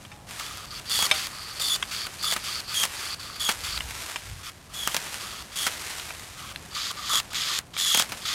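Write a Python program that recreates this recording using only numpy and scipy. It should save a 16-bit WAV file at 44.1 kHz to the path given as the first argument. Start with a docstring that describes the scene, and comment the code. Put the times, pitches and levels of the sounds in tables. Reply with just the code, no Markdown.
"""In a vineyard, one microphone on battery pruning shears, first a few metres off, then close by.
Closing, the geared motor whines and sags under load and the wood cracks; opening, the gears rattle
through the housing. A fine, gritty hiss swells and dips around the motor's runs. Cut canes knock on
the trellis and a brushed wire hums. Wind rumbles on the microphone over a faint outdoor background."""
import sys
import numpy as np
from scipy import signal
from scipy.fft import rfft, irfft
from scipy.io import wavfile

SR = 44100
rng = np.random.default_rng(int(sys.argv[2]) if len(sys.argv) > 2 else 0)


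def bounce(signal):
    """Save signal as a 16-bit WAV file at the path given by the first command-line argument."""
    frames = np.transpose(np.atleast_2d(signal))
    limited = np.clip(frames, -1, 1)
    pcm = np.round(limited * 32767).astype(np.int16)
    wavfile.write(sys.argv[1], SR, pcm)


N = 367794
CLOSE_FROM_S = 6.6  # from here on the shears are close to the microphone

# cutting strokes: (start [s], stop [s], unloaded mesh tone [Hz], gears [dB], whine [dB],
# whine peak [share of stroke], handle ring [dB], case ring [dB], swish at the end of the cut [dB])
CUTS = [(0.895, 1.066, 3506, -29, -26.5, 0.87, -31.5, -41, -33),
        (1.597, 1.762, 3594, -31.5, -25.5, 0.87, -32.5, -44.5, -45),
        (2.225, 2.34, 3520, -31.5, -28, 0.71, -33.5, -39.5, -40),
        (2.741, 2.853, 3330, -28.5, -24.5, 0.33, -43, -44.5, -39),
        (3.396, 3.523, 3420, -33, -27, 0.5, -38.5, -42.5, -38),
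        (4.736, 4.969, 3440, -38.5, -34, 0.13, -55, -54, -38),
        (5.557, 5.679, 3390, -30, -31, .55, -45, -44, -37), (7.093, 7.2, 3465, -27, -26, .6, -43, -33, -52),
        (7.775, 8.023, 3520, -26, -24, 0.8, -53, -43.5, -39)]
# unloaded strokes: (start [s], stop [s], gears [dB], swell over the run [dB], handle ring [dB])
FREE_STROKES = [(.39, 0.656, -42.5, -7, -49), (.705, 0.798, -41.5, 5, -43.5),
                (1.139, 1.27, -32.5, -6, -37.5), (1.33, 1.533, -49, 0, -42.5),
                (1.911, 2.069, -36, -8.5, -37), (2.438, 2.604, -35, -4, -36.5),
                (2.677, 2.74, -38.5, 4, -38), (2.993, 3.145, -38, 0, -37), (3.195, 3.36, -44.5, -7, -44),
                (3.636, 3.778, -35, -7, -37), (4.431, 4.497, -39.5, 1, -58), (5.201, 5.423, -41, -1, -48),
                (6.378, 6.525, -43, 3, -62), (6.746, 6.914, -32.5, -0.5, -40.5),
                (6.967, 7.089, -38, 11, -49), (7.344, 7.588, -29, -1.5, -46), (8.252, 8.4, -29, 0, -41)]


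def cutting():
    """The motor sags as the blade bites and picks up again once the cane gives way."""
    # spectrum of gears under load: (frequency [Hz], relative level [dB])
    loaded_gears = [(200, -17), (800, -8), (1200, -2), (1900, 1), (2500, -1.5), (3300, 8.5), (4000, 0.5),
                    (5500, 2.5), (6800, 1), (7700, 2.5), (10000, 1.5), (11500, -4), (13200, -3.5),
                    (16000, -18)]
    sag_hz_per_s, yields_at = 1340, .78  # the cane gives way at this share of the stroke
    whine_rise_db, whine_drop_db, bite_swell_db = 6, 15, 2.5
    out = np.zeros(N)
    for start, stop, free_hz, gear_db, whine_db, peak_at, handle_db, case_db, _ in CUTS:
        along, gate = stroke(stop - start)
        sag_hz = sag_hz_per_s * (stop - start) * yields_at
        hz = free_hz - sag_hz * np.interp(along, [0, yields_at, 1], [0, 1, .5])
        turns = shaft_turns(hz)
        # the teeth only sing while they are pressed together
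        before, after = np.interp(along, [0, peak_at], [1, 0]), np.interp(along, [peak_at, 1], [0, 1])
        pressed = undb(whine_db - whine_rise_db * before - whine_drop_db * after ** 2.1)
        pressed *= 1 - np.exp(-along / .07)
        gears = gearbox(rattle(turns, spread=3.3, slap=0.92), loaded_gears, start)
        gears *= undb(gear_db + bite_swell_db * (along - .5))
        add(out, start, gate * (whine(hz, turns) * pressed + gears + housing(turns, handle_db, case_db)))
    return out


def free_travel():
    """The blade opens again or moves without meeting wood."""
    out = np.zeros(N)
    for start, stop, gear_db, swell_db, handle_db in FREE_STROKES:
        add(out, start, free_run(start, stop - start, gear_db, swell_db, handle_db, free_case_db(start)))
    return out


def starts_and_stops():
    """Each run begins with a quiet creep taking up slack and ends with the blade clicking on its stop."""
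    creep_s = .04
    creep_db, ring_db, click_db = -13.5, -8, 13.5  # relative to the run
    runs = [(start, stop, gear_db, handle_db) for start, stop, _, gear_db, _, _, handle_db, _, _ in CUTS]
    runs += [(start, stop, gear_db, handle_db) for start, stop, gear_db, _, handle_db in FREE_STROKES]
    out = np.zeros(N)
    for start, stop, gear_db, handle_db in runs:
        case_db = free_case_db(start) + ring_db
        creep = free_run(start, creep_s, gear_db + creep_db, 0, handle_db + ring_db, case_db)
        add(out, start - creep_s, creep)
        add(out, stop, snap(gear_db + click_db, fade_s=0.0011))
    return out


def free_run(start, length, gear_db, swell_db, handle_db, case_db):
    """With no load the teeth chatter loosely and the mesh tone is weak and smeared."""
    # spectrum of unloaded gears: (frequency [Hz], relative level [dB])
    free_gears = [(200, -21), (850, -15.5), (1300, 1), (1750, -2.5), (2400, 1.5), (2850, 0.5), (3400, 4.5),
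                  (3900, -1.5), (5000, -1), (7800, -5.5), (11200, -9.5), (12400, -11), (16000, -23)]
    along, gate = stroke(length, spin_up_s=0.0011, brake_s=0.0033)
    hz = 3420 * (1 + .035 * walk(len(gate), 60))
    turns = shaft_turns(hz)
    teeth = rattle(turns, spread=1.8, slap=.6)
    gears = gearbox(teeth, free_gears, start) + undb(-12.5) * whine(hz, turns, jitter=0.0325)
    return gate * (gears * undb(gear_db + swell_db * (along - .5)) + housing(turns, handle_db, case_db))


def free_case_db(start):
    """Level of the gear case ring without load, close by or a few metres off."""
    return -42 if start > CLOSE_FROM_S else -46.5


def stroke(length, spin_up_s=0.001, brake_s=0.0049):
    """Progress 0-1 and envelope of one motor run."""
    t = np.arange(int((length + 0.046) * SR)) / SR
    gate = (1 - np.exp(-t / spin_up_s)) * np.exp(-np.maximum(t - length, 0) / brake_s)
    return np.minimum(t / length, 1), gate


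def shaft_turns(mesh_hz, teeth=60):
    """Running count of shaft turns; each tooth makes one cycle of the mesh tone."""
    return np.cumsum(mesh_hz) / SR / teeth


def whine(hz, turns, sway=0.014, jitter=0.0058, flutter_db=3):
    """Gear mesh tone; shaft run-out sways its pitch and strength once a turn, single teeth roughen it."""
    # harmonics of the mesh tone: (multiple, level [dB])
    harmonics = [(1, 0), (2, -8), (3, -12.5), (4, -16.5)]
    n, wobble = len(hz), np.sin(2 * np.pi * turns)
    phase = 2 * np.pi * np.cumsum(hz * (1 + sway * wobble + jitter * walk(n, 451))) / SR
    partials = sum(undb(db + flutter_db * walk(n, 400)) * np.sin(k * phase + 0.5 * walk(n, 500))
                   for k, db in harmonics)
    return unit(partials * undb(1.3 * wobble + 1.6 * walk(n, 90.5)))


def rattle(turns, spread, slap, slap_turns=0.18):
    """Gritty tooth contact; the backlash slaps about twice a turn, never equally hard or on time."""
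    n = len(turns)
    since_slap = (turns + .09 * walk(n, 70)) % .5
    slaps = np.exp(-since_slap / slap_turns) * undb(3.4 * walk(n, 125))
    return unit(grit(n, spread) * (1 + slap * slaps))


def gearbox(drive, spectrum, start):
    """Rattle radiated by the tool; close to the microphone, its middle treble stands out."""
    # added colour at close range: (frequency [Hz], relative level [dB])
    close_by = [(200, 1), (1200, -2), (1950, 4.5), (2500, 0.5), (3500, 6.5), (4000, 9), (4500, 6),
                (5000, 7.5), (5600, 2.5), (6900, 6), (7600, 2.5), (10000, -2), (12900, 1.5), (16000, -4)]
    sound = colour(drive, spectrum)
    return unit(colour(sound, close_by) if start > CLOSE_FROM_S else sound)


def housing(turns, handle_db, case_db):
    """Tooth impacts ring the hollow handle and the lower gear case, unevenly as the grip shifts."""
    n = len(turns)
    handle = resonate(rattle(turns, spread=1.4, slap=1.8), hz=4566, width_hz=650)
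    handle *= undb(1.7 * walk(n, 33.7))
    case = resonate(rattle(turns, spread=1.55, slap=2.8), hz=1219, width_hz=263)
    case *= undb(3.4 * walk(n, 48.8))
    return undb(handle_db) * unit(handle) + undb(case_db) * unit(case)


def cracking():
    """Wood cracks and the blade snaps sharply."""
    # cracks and snaps: (time [s], level [dB], fade [s])
    cracks = [(.397, -20.5, 0.0026), (.573, -17, 0.00046), (0.99, -6.5, 0.00066), (1.025, -8.5, 0.0017),
              (1.053, -14, 0.00083), (1.599, -22.5, 0.0026), (2.066, -25, 0.0034), (2.323, -15, 0.0031),
              (2.363, -18, 0.0043), (2.837, -5, 0.00083), (3.49, -13.5, 0.006), (3.908, -22, 0.002),
              (4.875, -4, 0.00083), (4.945, -13, 0.0029), (4.966, -1.5, 0.00043), (5.667, -13.5, 0.0043),
              (7.134, -10, .0009), (7.157, -6, 0.00054), (7.332, -22.5, 0.0029), (7.589, -11, 0.00067),
              (7.947, -6, 0.0021), (7.974, -4, 0.001), (7.997, -2.5, .0013), (8.12, -23.5, 0.0063)]
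    out = np.zeros(N)
    for start, db, fade_s in cracks:
        add(out, start, snap(db, fade_s))
    return out


def snap(db, fade_s):
    """A bright crack with a low thud; slow breaks of thick wood thud more."""
    # spectra of the crack and of the thud: (frequency [Hz], relative level [dB])
    crack_spectrum = [(200, -29), (900, -35), (3000, 4.5), (5500, 5), (10500, 1.5), (16000, -10)]
    thud_spectrum = [(80, -26), (190, -3.5), (330, -9), (550, -2.5), (780, -1.5), (1100, 3), (1900, 1),
                     (3000, -1.5), (8000, -18.5)]
    t = np.arange(SR // 4) / SR
    crack = colour(burst(t, fade_s, tail_db=-20, tail_s=.01) + 2 * (t == 0), crack_spectrum)
    thud = colour(burst(t, 1.94 * fade_s, tail_db=-9.5, tail_s=0.015), thud_spectrum)
    thud_db = -4.5 + 3 * np.log2(fade_s / 0.0015)  # 3 dB more per doubling of the fade
    return undb(db - 8.5) * (crack + undb(thud_db) * thud)


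def burst(t, fade_s, tail_db, tail_s):
    """Fibres giving way: a fast burst of impacts and a weak scatter from the vines around."""
    return rng.choice([-1, 1], len(t)) * (np.exp(-t / fade_s) + undb(tail_db) * np.exp(-t / tail_s))


def knocking():
    """Canes knock together dully and may set the trellis ringing."""
    # knocks: (time [s], level [dB], fade [s], pitch [ratio to a usual cane], ring [dB re knock])
    knocks = [(0.05, -28.5, 0.0035, 0.92, -40), (0.117, -33.5, 0.011, 0.78, -14),
              (1.113, -5.5, 0.0057, 1.03, -13.5), (1.826, -10.5, 0.0034, 0.9, -42),
              (3.7755, -12.5, 0.0011, 1.1, -40), (3.806, -15, 0.0025, 0.91, -28),
              (4.159, -14.5, 0.0043, 0.8, -23), (5.997, -17.5, 0.0018, 1.15, -37),
              (6.106, -18.5, .0027, 0.7, -32), (6.56, -18, .0016, 1.13, -41), (7.739, -29, .002, .9, -35),
              (7.766, -17, 0.0024, 1, -23)]
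    # spectrum of a cane of usual thickness: (frequency [Hz], relative level [dB])
    cane_spectrum = [(150, -26), (600, -16), (1200, 2), (1650, -2), (1950, -1), (2300, 3), (2650, -4.5),
                     (3000, 4), (3700, 3), (4700, -15), (7000, -16), (10000, -12.5), (15000, -39)]
    # modes of a struck trellis wire and its fitting: (frequency [Hz], level [dB], t60 [s])
    trellis_modes = [(622, -3.5, 0.15), (782, -7, 0.27), (1423, -10, 0.19), (2324, 10, 0.076),
                     (2640, -3, 0.083), (3219, -3, .08), (3630, 8.5, 0.064), (5240, 2.5, 0.095),
                     (6300, -2, 0.065), (8500, -1, 0.047)]
    out, t = np.zeros(N), np.arange(SR // 4) / SR
    ring = sum(undb(db - 60 * t / t60) * np.sin(2 * np.pi * hz * t) for hz, db, t60 in trellis_modes)
    for start, db, fade_s, pitch, ring_db in knocks:
        impact = burst(t, fade_s, tail_db=-22, tail_s=0.0083) + 0.46 * (t == 0)
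        knock = colour(impact, np.array(cane_spectrum) * [pitch, 1])
        add(out, start, undb(db - 7) * (knock + undb(ring_db) * ring))
    return out


def wire():
    """A trellis wire brushed in passing hums briefly."""
    # the wire's one mode: (time [s], frequency [Hz], level [dB], t60 [s])
    wire_mode = (.115, 835, -49, .9)
    start, hz, db, t60 = wire_mode
    out, t = np.zeros(N), np.arange(SR // 2) / SR
    add(out, start, undb(db - 60 * t / t60) * np.sin(2 * np.pi * hz * t))
    return out


def gritty_hiss():
    """A fine, gritty hiss with small ticks swells and dips around the motor's runs."""
    # course of the hiss: (time [s], level [dB])
    hiss_levels = [(0, -51.5), (.26, -56), (.29, -42), (.43, -40.5), (.68, -50.5), (1.3, -44),
                   (1.55, -42.5), (1.86, -42.5), (2.55, -45), (2.63, -45), (3.05, -36.5), (3.18, -47.5),
                   (3.88, -41), (4.1, -35), (4.2, -43.5), (4.42, -47), (4.52, -52.5), (4.7, -55.5),
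                   (4.76, -42.5), (5.13, -37), (5.47, -48.5), (5.87, -35), (6.25, -44.5), (6.6, -49),
                   (6.9, -43.5), (7.28, -50), (7.57, -38), (7.62, -55), (7.72, -57), (8.3, -42)]
    # spectrum of the hiss: (frequency [Hz], relative level [dB])
    hiss_spectrum = [(180, -33.5), (300, -5.5), (379, -3.5), (546, -4.5), (787, -1.5), (900, -0.5),
                     (1640, 2), (2210, 1.5), (9240, -4.5), (13800, -12), (16000, -28)]
    ticks_per_s, swish_rise_s, swish_fall_s = 260, 0.085, 0.15
    t = np.arange(N) / SR
    ticks = rng.uniform(-1, 1, N) * (rng.random(N) < ticks_per_s / SR)
    hiss = grit(N, 3.44) * undb(walk(N, 60)) + undb(-7.5) * unit(ticks)
    power = undb(np.interp(t, *np.transpose(hiss_levels))) ** 2
    for _, stop, *_, swish_db in CUTS:
        swish = np.exp(-np.maximum((stop - t) / swish_rise_s, (t - stop) / swish_fall_s))
        power += (undb(swish_db) * swish) ** 2
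    return colour(hiss, hiss_spectrum) * np.sqrt(power)


def wind():
    """A breeze and gusts buffet the microphone; close by, the canopy gives it some shelter."""
    # gusts: (middle [s], half length [s], level [dB])
    gusts = [(3.78, 0.15, -42), (4.32, .055, -42)]
    # spectrum of wind on the microphone: (frequency [Hz], relative level [dB])
    buffet_spectrum = [(20, -23), (45, -2.5), (80, 1), (140, -9), (300, -29.5), (1000, -59)]
    breeze_db, shelter_db = -54.5, -3.5
    t = np.arange(N) / SR
    strength = undb(breeze_db + shelter_db * (t > CLOSE_FROM_S))
    for middle, half, db in gusts:
        strength += undb(db) * np.exp(-((t - middle) / half) ** 2)
    return colour(rng.standard_normal(N), buffet_spectrum, size=8192) * strength


def open_air():
    """Distant rumble and hiss, wavering slightly."""
    # spectrum of the outdoor background: (frequency [Hz], relative level [dB])
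    outdoors = [(15, -34), (25, -12), (102, -3.5), (190, -6.5), (263, -11), (363, -13.5), (476, -16),
                (516, -14), (575, -14), (695, -13), (775, -14), (840, -17), (1020, -15.5), (9070, -56),
                (16000, -50)]
    return colour(rng.standard_normal(N), outdoors, size=8192) * undb(-50.5 + 1.2 * walk(N, 5.3))


def undb(db):
    """Decibels to gain."""
    return 10 ** (np.asarray(db) / 20)


def unit(x):
    """Scale to rms 1."""
    return x / np.sqrt(np.mean(x ** 2) + 1e-18)


def colour(x, points, size=2048):
    """Causal filter of unit power gain through (frequency [Hz], level [dB]) points."""
    hz, db = np.transpose(points)
    grid = np.maximum(np.arange(size // 2 + 1) * SR / size, 1)
    cepstrum = irfft(np.log(undb(np.interp(np.log(grid), np.log(hz), db))))
    cepstrum[1:size // 2] *= 2  # fold to minimum phase
    cepstrum[size // 2 + 1:] = 0
    response = irfft(np.exp(rfft(cepstrum)))
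    return signal.fftconvolve(x, response / np.linalg.norm(response))[:len(x)]


def resonate(x, hz, width_hz):
    """A steep resonance: one band-pass applied twice."""
    b, a = signal.iirpeak(hz, hz / width_hz, fs=SR)
    return signal.lfilter(b, a, signal.lfilter(b, a, x))


def walk(n, rate):
    """Smooth random drift of spread about 1, with rate new values a second."""
    at = np.arange(n) * rate / SR
    return 1.3 * np.interp(at, np.arange(n), rng.standard_normal(n))


def grit(n, spread):
    """Dense tiny impacts; a larger spread lets single ones stand out."""
    return unit(rng.standard_normal(n) * undb(spread * np.minimum(rng.exponential(size=n), 7)))


def add(track, start, x):
    """Mix a sound into the track at start [s]."""
    i = max(int(start * SR), 0)
    track[i:i + len(x)] += x[:max(N - i, 0)]


def scene():
    """Shears, wood, wire, hiss and open air at one microphone."""
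    shears = cutting() + free_travel() + starts_and_stops()
    vines = cracking() + knocking() + wire()
    return (shears + vines + gritty_hiss() + open_air() + wind())[None]


def record(dry, top_hz=15850):
    """The microphone chain cuts off the top treble steeply."""
    return signal.sosfilt(signal.ellip(10, .2, 70, top_hz, fs=SR, output="sos"), dry)


dry = scene()
out = record(dry)
bounce(out)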